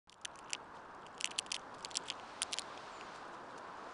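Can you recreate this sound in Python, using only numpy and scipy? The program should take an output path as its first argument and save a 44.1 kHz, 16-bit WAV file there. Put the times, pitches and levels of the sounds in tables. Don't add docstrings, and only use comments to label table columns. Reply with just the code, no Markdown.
import sys
import numpy as np
from scipy import signal
from scipy.fft import rfft, irfft, next_fast_len
from scipy.io import wavfile
from scipy.ndimage import uniform_filter1d, map_coordinates

SR = 44100
rng = np.random.default_rng(int(sys.argv[2]) if len(sys.argv) > 2 else 0)


def master_out(mix):
    frames = np.transpose(np.atleast_2d(mix))
    ceiling = np.clip(frames, -1, 1)
    pcm = np.round(ceiling * 32767).astype(np.int16)
    wavfile.write(sys.argv[1], SR, pcm)


def nominal_scale(level):
    x = np.asarray(level, float) / 20
    return 10 ** x


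N = 173313

# (time [s], ring level [dB], ring pitch [Hz], snap level [dB], edge level [dB])
EARLY_CRACKS = [(0.0965, -48, 3540, -45.0, -62.5), (0.2497, -33, 3550.0, -33.5, -36.5),
                (0.2539, -30.5, 3170, -31.5, -37), (0.39, -47.5, 2860, -44, -46.5),
                (0.505, -43, 2800.0, -44.5, -47), (0.5331, -25.5, 2850, -23, -30),
                (0.5427, -39.0, 2560, -49, -70), (0.55, -30.5, 2960, -61, -77.0),
                (1.2049, -41, 2930, -43.5, -49), (1.2104, -31.5, 2970, -29, -38),
                (1.2444, -22, 2910, -24, -40.5), (1.2568, -31, 2980, -35, -28),
                (1.265, -42, 3400, -52, -63.0), (1.2746, -36.5, 3020, -45, -53.0),
                (1.3089, -45.0, 4260.0, -43, -56), (1.3149, -34, 3130, -47, -61),
                (1.3182, -42, 2620, -50.5, -53), (1.383, -37, 3320, -41, -37),
                (1.3878, -30, 4240, -26, -35), (1.3901, -26, 3330, -28, -26.5),
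                (1.3961, -40, 2860.0, -34, -37), (1.4638, -41.5, 3120.0, -44, -52),
                (1.517, -38, 3340.0, -35, -47), (1.5182, -29.5, 3190.0, -29, -33.0),
                (1.521, -30.5, 2700, -23.5, -36), (1.5273, -44, 3030, -45, -50),
                (1.5452, -27.5, 3330, -28.5, -48), (1.551, -35, 4200, -46, -54),
                (1.5531, -39, 3600.0, -41, -44), (1.5647, -31.5, 3150, -39.5, -44)]
LATE_CRACKS = [(1.8488, -30, 4560, -30, -35.5), (1.8571, -38, 3180, -46, -53.0),
               (1.9127, -38.5, 3400, -40.5, -59), (1.9178, -48, 4290.0, -48, -55),
               (1.9445, -42, 4290.0, -42.5, -50), (1.9554, -30.5, 3230, -30, -41.0),
               (1.9612, -32, 3300, -32, -42), (1.9709, -32.5, 4200, -19.5, -28.5),
               (1.9751, -36.5, 3250, -39, -47), (2.0856, -36.5, 3450, -43, -47),
               (2.1016, -26.5, 3320.0, -27.5, -43), (2.1069, -28.5, 3160, -58, -65.0),
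               (2.1171, -42.5, 3100.0, -49, -59), (2.1982, -43, 3000, -56, -74),
               (2.4196, -24, 3260, -28.5, -23.5), (2.4239, -35, 3700.0, -34.5, -32),
               (2.4292, -42, 3400, -38, -54), (2.431, -33, 3600, -24, -29), (2.5225, -48.0, 3440, -47, -44),
               (2.5279, -36, 4290.0, -37, -58), (2.5329, -27.0, 3160, -26, -29.0),
               (2.5408, -29.5, 4010, -32.5, -36), (2.586, -27, 3190, -24.5, -38.5),
               (2.592, -42, 4290.0, -43, -51), (2.5944, -33.5, 4080, -34, -31.5),
               (2.6197, -44, 4160.0, -41.5, -51.0), (2.7763, -46, 2670.0, -46, -84.5),
               (3.0113, -37.5, 2800, -53, -70.5)]
EXTRA_CRACKS = [
    (1.3894, -27, 3100, -28, -36),
    (1.5433, -33, 3400, -33, -46),
    (1.5495, -44, 3600, -43, -44),
]
# (time [s], ring level [dB], snap level [dB])
EARLY_TICKS = [(0.0948, -75, -69.5), (0.106, -76, -68.5), (0.1192, -71, -61.0), (0.1234, -63, -53),
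               (0.1274, -47, -54), (0.1427, -57, -54), (0.1824, -77, -70), (0.2149, -65, -54),
               (0.2178, -68.0, -59.5), (0.26, -56.5, -64.5), (0.2638, -78.5, -71), (0.2771, -59, -61),
               (0.3575, -51.5, -45), (0.395, -54, -61), (0.4605, -54.5, -74), (0.475, -54.5, -71),
               (0.498, -44, -54), (0.51, -70, -52), (0.5233, -49, -56), (0.5397, -51, -67),
               (0.5643, -73.5, -62), (0.7686, -53, -71.5), (0.948, -75.5, -62.5), (0.9502, -75.0, -58),
               (1.0217, -58.0, -61), (1.0329, -54, -78.5), (1.0555, -59, -70), (1.0579, -55.5, -70),
               (1.0653, -46.5, -56.5), (1.066, -56, -53), (1.0696, -49.5, -55), (1.144, -60, -63),
               (1.1803, -45.5, -48.5), (1.2217, -54, -48), (1.2276, -53.0, -51), (1.2495, -51, -50),
               (1.2616, -50, -39), (1.298, -52.0, -64), (1.3117, -49.0, -44)]
LATE_TICKS = [(1.3616, -51, -61), (1.467, -55, -55.5), (1.4688, -52.5, -50.5), (1.5058, -45.0, -50),
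              (1.5553, -53.0, -44.5), (1.56, -50, -44), (1.595, -57.0, -49), (1.6165, -58, -65),
              (1.7425, -58, -55), (1.747, -57.0, -52.5), (1.7843, -57, -54), (1.7912, -70.5, -55.0),
              (1.7972, -64.0, -57.0), (1.808, -52, -51.0), (1.8267, -62, -51.0), (1.8283, -63, -49),
              (1.907, -59, -49), (1.98, -47, -61), (2.0586, -61.5, -51), (2.066, -53, -52),
              (2.0688, -60.0, -53.0), (2.0707, -50.0, -57.5), (2.078, -54.5, -50), (2.0827, -52, -43.5),
              (2.0883, -41, -52), (2.0915, -47, -51.5), (2.1246, -44, -55), (2.5134, -56.5, -50),
              (2.5265, -42, -43), (2.5315, -57, -50), (2.537, -49, -53), (2.5674, -50, -45),
              (2.5766, -42, -42), (2.778, -42.5, -62), (3.2825, -69, -58), (3.578, -61, -55),
              (3.5813, -59, -50), (3.5834, -66, -58), (3.5876, -64, -57)]
# (frequency [Hz], level [dB])
SNAP_MODES = [(4900, 1), (5900, 3), (7300, 6.5)]
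# (low [Hz], high [Hz])
CRACK_BANDS = [(1800, 4600), (4000, 8200), (8200, 13000)]
# (time [s], level [dB], pitch [Hz])
SHELL_SPLITS = [
    (.2541, -32, 1750),
    (2.4192, -27, 1400),
    (2.4303, -29, 1000),
]
# (frequency [Hz], gain [dB])
SHELL_RADIATION = [(400, -30), (1500, 0)]
# (time [s], level [dB])
NIBBLE_LEVEL = [(.07, -67), (.5, -63.5), (.62, -68), (1.0, -73), (1.3, -57), (1.62, -70), (1.68, -78),
                (1.8, -62.5), (2.1, -53.5), (2.25, -75), (2.55, -65), (2.7, -72), (3.2, -64.5), (3.93, -63)]
# (time [s], swell length [s], level [dB])
PAW_RUSTLES = [
    (0.76, 0.014, -64.5),
    (1.748, 0.005, -62),
    (3.159, 0.016, -59),
    (3.345, 0.0089, -62),
    (3.508, 0.018, -67),
    (3.582, 0.0072, -59),
]
# (frequency [Hz], gain [dB])
GRASS_COLOUR = [(1500, -17), (2500, 1), (5000, -1.5), (9500, -11), (12000, -7)]
# (time [s], level [dB])
TRAFFIC_LEVEL = [(0, -52.5), (1, -53), (2, -51), (3, -50.5), (3.93, -50)]
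# (frequency [Hz], gain [dB])
HUM_COLOUR = [(20, -49), (260, -7), (600, -5), (1000, -1), (1600, -8), (2100, -21.5), (4400, -31.5),
              (13000, -48)]
# (time [s], level [dB])
PASSING_LEVEL = [
    (0, -85),
    (1.2, -72.5),
    (1.9, -66.5),
    (2.15, -64),
    (2.3, -58),
    (2.55, -60.5),
    (2.85, -60),
    (3.12, -61),
    (3.4, -68),
    (3.93, -66),
]
# (frequency [Hz], gain [dB])
TYRE_COLOUR = [(900, -17), (1500, 1.5), (4500, -3), (8000, -15.5), (13000, -26)]
# (frequency [Hz], gain [dB])
WIND_COLOUR = [(15, -5), (60, -2.5), (200, 1), (500, -35.5)]
# (frequency [Hz], gain [dB])
MIC_RESPONSE = [(9700, 0), (10200, -8), (10600, -38), (11900, -21), (12700, -42), (14000, -66)]

RING_T60_S, RING_RISE_S, SNAP_T60_S, SNAP_RISE_S = 0.0048, 0.0002, 0.003, 0.0001
RING_DB, SNAP_DB, EDGE_DB, THUD_DB = -1.5, -2, 0.5, -20
TICK_HZ, TICK_EDGE_DB, TICK_DB, TICK_T60_S = 3180, -7.5, -2, 0.0071
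EDGE_HZ = 9940
CRUMBLE_DB, CRUMBLE_T60_S = -9, 0.012
LEAD_S = 0.0006
DULLING = 0.2
CLICK, SCATTER_DB = 4, 2.5
BIRD_S, BIRD_LEN_S, BIRD_DB = 2.916, 0.158, -66.5
BIRD_END_HZ, BIRD_FALL_HZ, BIRD_FALL_S, BIRD_SAG_HZ_PER_S = 6810, 480, 0.018, 2750
TYRE_SWAY_DB, WIND_DB, HISS_DB = 1.2, -69.5, -98.5
OPEN_S, OPEN_DB, SETTLE_S = 0.0732, -13, 0.18
OPEN_STEP, OPEN_STEP_S = 0.002, 0.001


def cracks():
    ticks = [(s, db, TICK_HZ * (1 + 0.092 * rng.standard_normal()), snap_db, snap_db + TICK_EDGE_DB)
             for s, db, snap_db in EARLY_TICKS + LATE_TICKS]
    events = np.array(EARLY_CRACKS + LATE_CRACKS + EXTRA_CRACKS + ticks)
    s, ring_db, hz, snap_db, edge_db = events.T[:, :, None]
    t = np.arange(1536) / SR
    luck = rng.standard_normal((len(s), 12))
    noise = rng.standard_normal((4, len(s), len(t)))
    grain = nominal_scale(TICK_DB - 60 * t / TICK_T60_S) * noise
    contact = CLICK * (t == 0)

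    thud_hz = 1500 * (1 + 0.14 * luck[:, 10:11])
    thud = nominal_scale(THUD_DB + 2 * luck[:, 9:10]) * ring(t, thud_hz, RING_T60_S, RING_RISE_S)
    body = ring(t, hz, RING_T60_S, RING_RISE_S) + 0.5 * grain[0] + thud + contact

    blunt_db = DULLING * np.minimum(edge_db - snap_db, 0)
    snap = 1.3 * nominal_scale(2 * blunt_db) * grain[1] + nominal_scale(blunt_db) * contact
    for k, (mode_hz, db) in enumerate(SNAP_MODES):
        mode_gain = nominal_scale(db + k * blunt_db + SCATTER_DB * luck[:, k:k + 1])
        tuned_hz = mode_hz * (1 + 0.073 * luck[:, k + 4:k + 5])
        snap = snap + mode_gain * ring(t, tuned_hz, SNAP_T60_S, SNAP_RISE_S)

    edge_hz = EDGE_HZ * (1 + 0.04 * luck[:, 3:4])
    edge = 1.14 * grain[2] + ring(t, edge_hz, SNAP_T60_S, SNAP_RISE_S)

    levels = nominal_scale([ring_db + RING_DB, snap_db + SNAP_DB, edge_db + EDGE_DB])
    blow = sum(g * banded(part, band) for g, part, band in zip(levels, [body, snap, edge], CRACK_BANDS))
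    grit = nominal_scale(4 * np.repeat(rng.standard_normal((len(s), 48)), 32, 1))
    crumbs = sum(g * banded(noise[3], band) for g, band in zip(levels, CRACK_BANDS))
    tail = crumbs * nominal_scale(CRUMBLE_DB - 60 * t / CRUMBLE_T60_S) * grit
    return laid(s[:, 0] - LEAD_S, blow + tail)


def splits():
    s, db, hz = np.transpose(SHELL_SPLITS)[:, :, None]
    return laid(s[:, 0], nominal_scale(db) * ring(np.arange(512) / SR, hz, RING_T60_S, RING_RISE_S))


def nibbling(count=700):
    luck = rng.random((count, 3))
    t = np.arange(128) / SR
    s = luck[:, 0] * (N - 1) / SR
    strength_db = curve(NIBBLE_LEVEL)[(s * SR).astype(int)]
    size = nominal_scale(strength_db - 4.4 * np.log(luck[:, 1] + 0.12))[:, None]
    grit = np.diff(rng.standard_normal((count, len(t))), prepend=0) * nominal_scale(-60 * t / TICK_T60_S)
    hz = 2500 * 3.2 ** luck[:, 2:] ** 2
    return laid(s, size * (ring(t, hz, 0.0051, 0.0001) + 0.21 * grit))


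def rustles():
    t = np.arange(N) / SR
    swell = sum(nominal_scale(db) * np.exp(-0.5 * ((t - s) / length) ** 2) for s, length, db in PAW_RUSTLES)
    return swell * unit(nominal_scale(2.6 * wobble(400)) * rush(GRASS_COLOUR, patchy_db=0.0))


def bird():
    t = np.clip(np.arange(N) / SR - BIRD_S, 0, BIRD_LEN_S)
    drop_hz = BIRD_FALL_HZ * np.exp(-t / BIRD_FALL_S)
    hz = BIRD_END_HZ + drop_hz + BIRD_SAG_HZ_PER_S * (BIRD_LEN_S - t)
    swell = np.abs(np.sin(np.pi * np.sqrt(t / BIRD_LEN_S))) ** 0.4 * (t < BIRD_LEN_S)
    return nominal_scale(BIRD_DB + wobble(60)) * swell * np.sin(2 * np.pi * np.cumsum(hz) / SR)


def traffic():
    hum_db = curve(TRAFFIC_LEVEL) + 0.12 * wobble(3.53) + 0.53 * wobble(9.5)
    hum = nominal_scale(hum_db) * rush(HUM_COLOUR, patchy_db=-0.68)
    tyre_db = curve(PASSING_LEVEL) + TYRE_SWAY_DB * wobble(5.73)
    return hum + nominal_scale(tyre_db) * rush(TYRE_COLOUR, patchy_db=0.6)


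def wind():
    return nominal_scale(WIND_DB + wobble(2.2)) * rush(WIND_COLOUR, patchy_db=-0.5)


def ring(t, hz, t60, rise):
    shape = nominal_scale(-60 * t / t60) * (1 - np.exp(-t / rise))
    return shape / shape.max() * np.sin(2 * np.pi * hz * t)


def banded(rows, edges):
    rows = signal.sosfilt(signal.butter(3, edges, "bandpass", fs=SR, output="sos"), rows)
    return rows / np.sqrt(uniform_filter1d(rows ** 2, size=24, axis=1).max(1, keepdims=True))


def laid(times, rows):
    at = np.round(times * SR).astype(int)[:, None] + np.arange(rows.shape[1])
    return np.bincount(at.ravel(), rows.ravel(), N + SR)[:N]


def unit(x):
    return x / np.sqrt(np.mean(x ** 2) + 1e-20)


def curve(rows):
    return np.interp(np.arange(N) / SR, *np.transpose(rows))


def wobble(rate):
    knots = rng.standard_normal(int(N * rate / SR) + 4)
    return map_coordinates(knots, [np.arange(N) * rate / SR])


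def coloured(x, points, causal=False):
    m = 2 * next_fast_len(N // 2 + 4096)
    f, v = np.transpose(points)
    log_hz = np.log(np.fft.rfftfreq(m, 1 / SR) + 1)
    gain = np.interp(log_hz, np.log(f + 1), v) * np.log(10) / 20
    if causal:
        cepstrum = irfft(gain, m)
        gain = rfft(cepstrum * np.r_[1, np.full(m // 2 - 1, 2), 1, np.zeros(m // 2 - 1)])
    return irfft(rfft(x, m) * np.exp(gain), m)[:N]


def rush(points, patchy_db):
    z = signal.stft(rng.standard_normal(N + 512), nperseg=512)[2]
    field = uniform_filter1d(uniform_filter1d(rng.standard_normal(z.shape), 8, 0), 10, 1)
    noise = signal.istft(z * nominal_scale(patchy_db * unit(field)), nperseg=512)[1][:N]
    return unit(coloured(noise, points))


def scene():
    t = np.arange(N) / SR - OPEN_S
    rise = nominal_scale(OPEN_DB * np.exp(-(np.abs(t) / SETTLE_S) ** 2))
    shell = coloured(cracks() + splits(), SHELL_RADIATION, causal=True)
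    open_tick = OPEN_STEP * np.exp(-np.abs(t) / OPEN_STEP_S)
    background = rise * (nibbling() + rustles() + bird() + traffic())
    return (shell + open_tick + background + np.sqrt(rise) * wind())[None]


def top_cut(x):
    return signal.sosfilt(signal.butter(12, 13200, fs=SR, output="sos"), x)


def record(dry):
    opened = np.arange(N) / SR > OPEN_S
    heard = coloured(dry[0] * opened, MIC_RESPONSE, causal=True)
    hiss = opened * nominal_scale(HISS_DB) * rng.standard_normal(N)
    mix = (heard + hiss)[None]
    return top_cut(mix)


dry = scene()
out = record(dry)
master_out(out)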